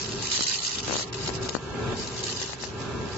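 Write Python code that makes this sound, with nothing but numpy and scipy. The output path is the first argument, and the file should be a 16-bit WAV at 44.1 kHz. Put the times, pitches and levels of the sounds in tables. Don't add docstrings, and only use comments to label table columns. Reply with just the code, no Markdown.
import sys
import numpy as np
from scipy import signal
from scipy.fft import rfft, irfft, next_fast_len
from scipy.io import wavfile
from scipy.ndimage import uniform_filter1d, map_coordinates

SR = 44100
rng = np.random.default_rng(int(sys.argv[2]) if len(sys.argv) > 2 else 0)


def materialize(psi):
    bounded = np.clip(np.atleast_2d(psi).T, -1, 1)
    quanta = np.round(bounded * 32767).astype(np.int16)
    wavfile.write(sys.argv[1], SR, quanta)


def voltage_ratio(level):
    return 10 ** (np.asarray(level, float) / 20)


N = 139797
SWEEP_HZ = 67.19
TOP_HZ = 7580

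# (time [s], level [dB])
STROKES = [
    [(0.0, -33.5), (0.144, -39.5), (0.23, -33.5), (0.308, -32), (0.316, -29), (0.44, -26), (0.45, -34.5)],
    [(0.45, -32), (0.548, -29), (0.578, -33.5), (0.644, -32), (0.796, -33), (0.816, -42.5), (0.83, -43)],
    [(0.83, -38.5), (0.96, -28), (0.974, -34), (1.028, -35.5), (1.058, -49), (1.08, -47), (1.11, -60)],
    [(1.11, -59), (1.118, -64), (1.128, -41), (1.175, -38), (1.304, -38.5), (1.324, -46.5), (1.356, -38),
     (1.4, -61)],
    [(1.4, -62), (1.428, -40), (1.488, -39.5), (1.494, -32), (1.506, -45.5), (1.546, -37.5), (1.6, -55.5)],
    [(1.9, -59.5), (1.982, -38.5), (2.17, -41), (2.18, -36.5), (2.218, -40.5), (2.24, -33.5), (2.25, -35.5)],
    [(2.25, -42), (2.328, -32.5), (2.35, -38), (2.362, -39), (2.394, -35), (2.54, -40), (2.58, -54)],
    [(2.58, -57), (2.61, -39.5), (2.636, -34), (2.762, -60), (2.808, -42.5), (2.88, -60.5), (3.17, -43.5)],
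]
# (left minus right [dB], boost of the lower half [dB])
STROKE_COLOUR = [(-1.1, 1.1), (-1.1, 1.1), (-.6, .6), (-.4, .3), (.4, .3), (1.1, -.3), (.4, .3), (-1.2, .3)]
# (time [s], place [share of a sweep])
CATCH = [(0, 0), (.25, 0), (.32, .22), (.65, .53), (.85, .84), (1.13, .74), (1.28, .67), (1.49, 1.08),
         (1.97, 1.16), (2.24, 1.3), (3.17, 1.37)]
# (time [s], peak [dB])
FLARES = [(0.2084, -22), (0.2234, -15.5), (.254, -18), (0.3162, -19), (.326, -19), (0.4808, -26.5),
          (0.6479, -13.5), (.846, -25), (1.1273, -13), (1.1438, -14), (1.274, -12), (1.3583, -26),
          (1.4262, -30), (1.4471, -26), (1.4895, -11), (1.9669, -23), (2.0717, -18), (2.2373, -12),
          (2.267, -18), (2.297, -17), (2.362, -18), (2.4159, -17), (2.609, -30), (2.8035, -30)]
# (frequency [Hz], level [dB])
HISS_LEFT = [(500, -24), (1500, -12), (1900, -4.5), (2300, -8.5), (2700, -2), (3450, -3), (4700, 0),
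             (7500, -1.5)]
HISS_RIGHT = [(500, -24), (1500, -9.5), (2300, -11), (3000, -3.5), (3500, -4), (4700, 2), (5600, -1.5),
              (7500, -3.5)]
# (frequency [Hz], width [Hz], depth with tool far [ratio], depth with tool near [ratio])
OPPOSED_BANDS = [(750, 200, .3, .2), (1650, 170, .95, .6), (2200, 150, .8, .7), (3320, 250, .9, 1.05),
                 (4500, 350, .3, .7), (5300, 450, 1, .5), (6000, 300, .6, .4), (7000, 500, .4, .3)]
# (time [s], peak [dB], width [ms])
POPS = [(.3927, -15.5, .2), (.4082, -13, .12), (.4089, -11.5, .25), (.8816, -13.5, .2), (.897, -11.5, .2),
        (.9096, -11, .15), (.9253, -13, .25), (.9273, -11.5, .12), (.9419, -12.5, .2), (.9558, -11, .2),
        (.9659, -15, .2), (.9844, -23, .2), (.9966, -16, .2), (1.0097, -19.5, .2), (1.2777, -17, .1),
        (1.2924, -12.5, .15), (1.3014, -16.5, .15), (1.3447, -22, .15), (1.4911, -14.5, .12),
        (1.531, -24, .2), (1.5512, -5, .2), (1.5519, -14, .15), (1.5664, -13, .2), (2.4159, -20.5, .15),
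        (2.496, -20, .15), (2.5334, -15.5, .08), (2.6377, -14.5, .12)]
# (multiple of the sweep [count], rms level [dB], left minus right [dB])
MIRROR_TONES = [(16, -60.5, -5.5), (18, -55, 1), (20, -53.5, 1), (22, -63, -3), (24, -56.5, 10.5),
                (26, -61, 3), (33, -64, -1)]
# (frequency [Hz], rms level [dB])
MOTOR_TONES = [(1001.5, -56), (915, -63), (2337, -69), (2675, -60.5)]
# (frequency [Hz], level [dB])
FAN_COLOUR = [(15, -59.5), (25, -21.5), (59, -7.5), (112, -3.5), (204, -6), (330, -8.5), (392, -.5),
              (466, -18), (600, -30.5), (780, -56), (1320, -120)]
# (frequency [Hz], likeness [-1 to 1])
FAN_ALIKE = [(60, .85), (250, .8), (500, .7)]
# (frequency [Hz], width [Hz], level [dB])
DUCT = [(118, 13, 4), (391, 18, 1), (428, 28, -2), (74, 18, -4), (240, 30, -5)]
# (frequency [Hz], level [dB])
AIR_LEFT = [(300, -8.5), (600, -1.5), (900, 1), (1250, -4.5), (1650, -3), (2000, -8.5), (4200, -12),
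            (7600, -22)]
AIR_RIGHT = [(300, -13.5), (600, 2.5), (900, 6.5), (1250, -1), (2000, -4), (3500, -4.5), (5800, -12),
             (7600, -11.5)]
# (frequency [Hz], likeness [-1 to 1])
AIR_ALIKE = [(400, .7), (700, .25), (1300, .3), (1950, -.15), (2600, .25), (3300, -.25), (4000, .2),
             (5500, -.1)]
# (time [s], level [dB])
DRAUGHT = [(0, 0), (.21, 2), (.54, -3), (.8, -2), (1.2, -2), (1.4, 2), (1.5, 0), (1.6, -1), (1.85, 3),
           (2.0, 2), (2.2, 1), (2.44, 0), (2.5, -3), (2.8, 1), (3.17, 0)]
# (time [s], gain [dB])
CAMERA_GAIN = [(0, -1), (.25, -1.5), (.42, -5.5), (.7, -5), (.9, 1), (1.07, -2.5), (1.2, 1.5), (1.45, 2),
               (1.58, -1.5), (1.8, 3.5), (1.93, 6), (1.97, 0), (2.3, -1), (2.55, -3), (2.7, -2.5),
               (2.82, 2.5), (3.17, 2)]
# (start [s], end [s], centre [Hz])
SUM_DROPS = [(.03, .08, 3600), (.16, .2, 2200), (.24, .31, 3320), (.49, .58, 5350), (.53, .62, 3320),
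             (.58, .66, 1600), (.73, .83, 5400), (.86, .9, 5450), (1.02, 1.08, 1550), (1.65, 1.76, 3900),
             (1.69, 1.79, 5300), (1.84, 1.92, 5750), (1.99, 2.06, 3320), (2.09, 2.17, 3320),
             (2.16, 2.2, 5400), (2.3, 2.4, 3320), (2.48, 2.52, 2250)]
# (start [s], end [s])
TREBLE_GAPS = [
    (1.107, 1.126),
    (1.480, 1.486),
    (1.497, 1.500),
    (1.136, 1.141),
    (2.222, 2.229),
]
SMEARS = [1.13, 1.18, 1.29, 1.35, 1.49, 1.55, 1.93, 1.99, 2.08, 2.24, 2.28, 2.43, 2.61, 3.06]


def unit(x):
    return x / np.sqrt(np.mean(x ** 2, -1, keepdims=True) + 1e-20)


def along(points, hz):
    f, v = np.transpose(points)
    return np.interp(np.log(hz + 1), np.log(f + 1), v)


def curve(rows):
    s, v = np.transpose(rows)
    return np.interp(np.arange(N) / SR, s, v)


def wobble(rate):
    knots = rng.standard_normal(int(N * rate / SR) + 4)
    return map_coordinates(knots, [np.arange(N) * rate / SR])


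def filtered(x, response):
    m = next_fast_len(N + SR // 2)
    return irfft(rfft(x, m) * response(np.fft.rfftfreq(m, 1 / SR)), m)[..., :N]


def patchy(patchy_db, count, size):
    z = signal.stft(rng.standard_normal((2, N)), nperseg=256)[2]
    field = uniform_filter1d(rng.standard_normal(z.shape), count, 1)
    field = uniform_filter1d(field, size, 2)
    return signal.istft(z * voltage_ratio(patchy_db * field / field.std()), nperseg=256)[1][:, :N]


def at_ports(pair, left, right, alike):
    def mix(hz):
        share = np.clip(alike(hz), -.95, .95)
        limits = (hz < 8700) * hz ** 2 / (hz ** 2 + 300 ** 2)
        left_gain, right_gain = voltage_ratio([along(left, hz), along(right, hz)]) * limits
        return np.array([left_gain, right_gain * share, right_gain * np.sqrt(1 - share ** 2)])
    first, shared, own = filtered(pair[[0, 0, 1]], mix)
    out = np.array([first, shared + own])
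    return out / np.sqrt(np.mean(out ** 2))


def sweep_chop():
    turns = SWEEP_HZ * np.arange(N) / SR + 2 - curve(CATCH) + .05 * wobble(30)
    scatter = rng.standard_normal(int(turns.max()) + 1)[turns.astype(int)]
    chop_db = (4.5 + 1.5 * scatter) * np.exp(-3.5 * (turns % 1))
    chop_db = uniform_filter1d(chop_db, size=40)
    return unit(voltage_ratio(chop_db + 1.5 * wobble(25) + 1.5 * wobble(300)))


def burn_level():
    chop = sweep_chop()
    rows = []
    for stroke in STROKES:
        start = stroke[0][0]
        if rows and start - rows[-1][0] > .1:
            rows.append((start - .02, -60))
        rows += list(stroke)
    rows.sort()
    level = voltage_ratio(curve(rows) + 3) * chop
    rise_s, fall_s, flare_db = .0008, .005, -16.5
    u = np.arange(SR // 10) / SR
    flare = (1 - np.exp(-u / rise_s)) * np.exp(-u / fall_s)
    for s, db in FLARES:
        level[round(s * SR):][:len(u)] += voltage_ratio(db + flare_db) * flare
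    return level


def burn():
    t = np.arange(N) / SR
    level = burn_level()
    which = np.searchsorted([stroke[0][0] for stroke in STROKES[1:]], t)
    pan_db, low_db = uniform_filter1d(np.transpose(STROKE_COLOUR)[:, which], size=900, axis=1)
    pair = patchy(3, count=6, size=6)
    centre, width, far_depth, near_depth = np.transpose(OPPOSED_BANDS)[..., None]

    def hiss_with(depth):
        def alike(hz):
            return .42 - np.sum(depth * np.exp(-((hz - centre) / width) ** 2), axis=0)
        return at_ports(pair, HISS_LEFT, HISS_RIGHT, alike)

    hiss = np.where(t < 1.08, hiss_with(far_depth), hiss_with(near_depth))
    low = filtered(hiss, lambda hz: 1 / (1 + (hz / 3600) ** 6))
    pan = voltage_ratio(pan_db * np.array([[.5], [-.5]]))
    return level * pan * (hiss + (voltage_ratio(low_db) - 1) * low)


def pops():
    bumps, reach = np.zeros(N), np.arange(-100, 600)
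    for s, db, ms in POPS:
        at = round(s * SR) + reach
        u = (at / SR - s) * 1000 / ms
        back = np.clip(u - 2.5, 0, None) / 2.6
        rebound = .3 * np.e * back * np.exp(-back)
        bumps[at] += voltage_ratio(db) * (np.exp(-u ** 2) - rebound)
    port_hz, damping = 70, 1.4

    def port(f):
        return -f * f / (port_hz ** 2 - f * f + 2j * damping * f * port_hz)
    return filtered(bumps, port) * voltage_ratio([[1.5], [-25]])


def whine():
    t = np.arange(N) / SR
    tones = [(k * SWEEP_HZ, db, pan_db) for k, db, pan_db in MIRROR_TONES]
    tones += [(hz, db, 0) for hz, db in MOTOR_TONES]
    out = 0
    for hz, db, pan_db in tones:
        level = voltage_ratio(db + 1.5 * wobble(5) + pan_db * np.array([[.5], [-.5]]))
        phase = .45 * wobble(10) + rng.uniform(0, 6) + rng.uniform(-.8, .8, (2, 1))
        out = out + np.sqrt(2) * level * np.sin(2 * np.pi * hz * t + phase)
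    return out


def fan():
    def rumble(hz):
        return voltage_ratio(along(FAN_COLOUR, hz)) * (hz < 900)

    def duct(f):
        return sum(voltage_ratio(db) * 1j * f * w / (c * c - f * f + 1j * f * w) for c, w, db in DUCT)

    out = 0
    for db, colour in ((-38.5, rumble), (-41.5, duct)):
        def spread(hz):
            turn = np.arccos(np.clip(along(FAN_ALIKE, hz), -1, 1)) / 2
            return colour(hz) * [np.cos(turn), np.sin(turn)]
        mid, side = filtered(rng.standard_normal((2, N)), spread)
        level = voltage_ratio(db + curve(DRAUGHT) + 1.5 * wobble(9))
        out = out + level * unit(np.array([mid + side, mid - side])) * voltage_ratio([[.3], [-.3]])
    air = at_ports(patchy(1.5, count=3, size=12), AIR_LEFT, AIR_RIGHT, lambda hz: along(AIR_ALIKE, hz))
    return out + voltage_ratio(-41.7 + .8 * wobble(7)) * air


def scene():
    gain_db = curve(CAMERA_GAIN)
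    room = voltage_ratio(gain_db) * fan() + voltage_ratio(1.3 * gain_db) * whine()
    return room + burn() + pops()


def emptied(z, hz):
    bins = 5
    power = np.add.reduceat(abs(z) ** 2, np.arange(0, len(hz), bins), axis=1) + 1e-14
    power = uniform_filter1d(power, size=2, axis=2)
    under_db = 10 * np.log10(abs(uniform_filter1d(power, size=9, axis=1) / power) + 1e-9)
    under_db = under_db - .7 * under_db.mean(axis=2, keepdims=True)
    shut = 1 / (1 + np.exp(-np.clip(3 * (under_db - 3.9), -30, 30)))
    in_range = (hz > 1200) & (hz < TOP_HZ - 300)
    shut = shut[:, np.arange(len(hz)) // bins] * in_range[:, None]
    return z * voltage_ratio(-24 * shut)


def holes(x):
    frame = 1536
    hz, s, z = signal.stft(x, SR, nperseg=frame)
    left, right = emptied(z, hz)
    mid, side = emptied(np.array([left + right, left - right]) / 2, hz)
    for a, b, centre_hz in SUM_DROPS:
        mid = mid * voltage_ratio(-30 * np.outer(abs(hz - centre_hz) < 130, (s > a) & (s < b)))
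    return signal.istft(np.array([mid + side, mid - side]), SR, nperseg=frame)[1][:, :N]


def top_cut(x):
    return signal.sosfilt(signal.butter(12, 8720, fs=SR, output="sos"), x)


def record(dry):
    x, t = holes(dry), np.arange(N) / SR
    gap = uniform_filter1d(sum((t > a) & (t < b) for a, b in TREBLE_GAPS) * 1., size=60)
    treble = filtered(x, lambda hz: 1 / (1 + (4000 / (hz + 1)) ** 4))
    x = x - .9 * gap * treble

    def over(hz):
        return np.clip(hz - TOP_HZ, 0, None)
    leak = filtered(x, lambda hz: (hz > TOP_HZ) * voltage_ratio(-16 - .03 * over(hz)))
    leak = leak * sum(np.exp(-((t - s) / .012) ** 2) for s in SMEARS) * voltage_ratio(-3)
    limited = filtered(x, lambda hz: voltage_ratio(-.22 * over(hz)))
    return top_cut(limited + leak)


dry = scene()
out = record(dry)
materialize(out)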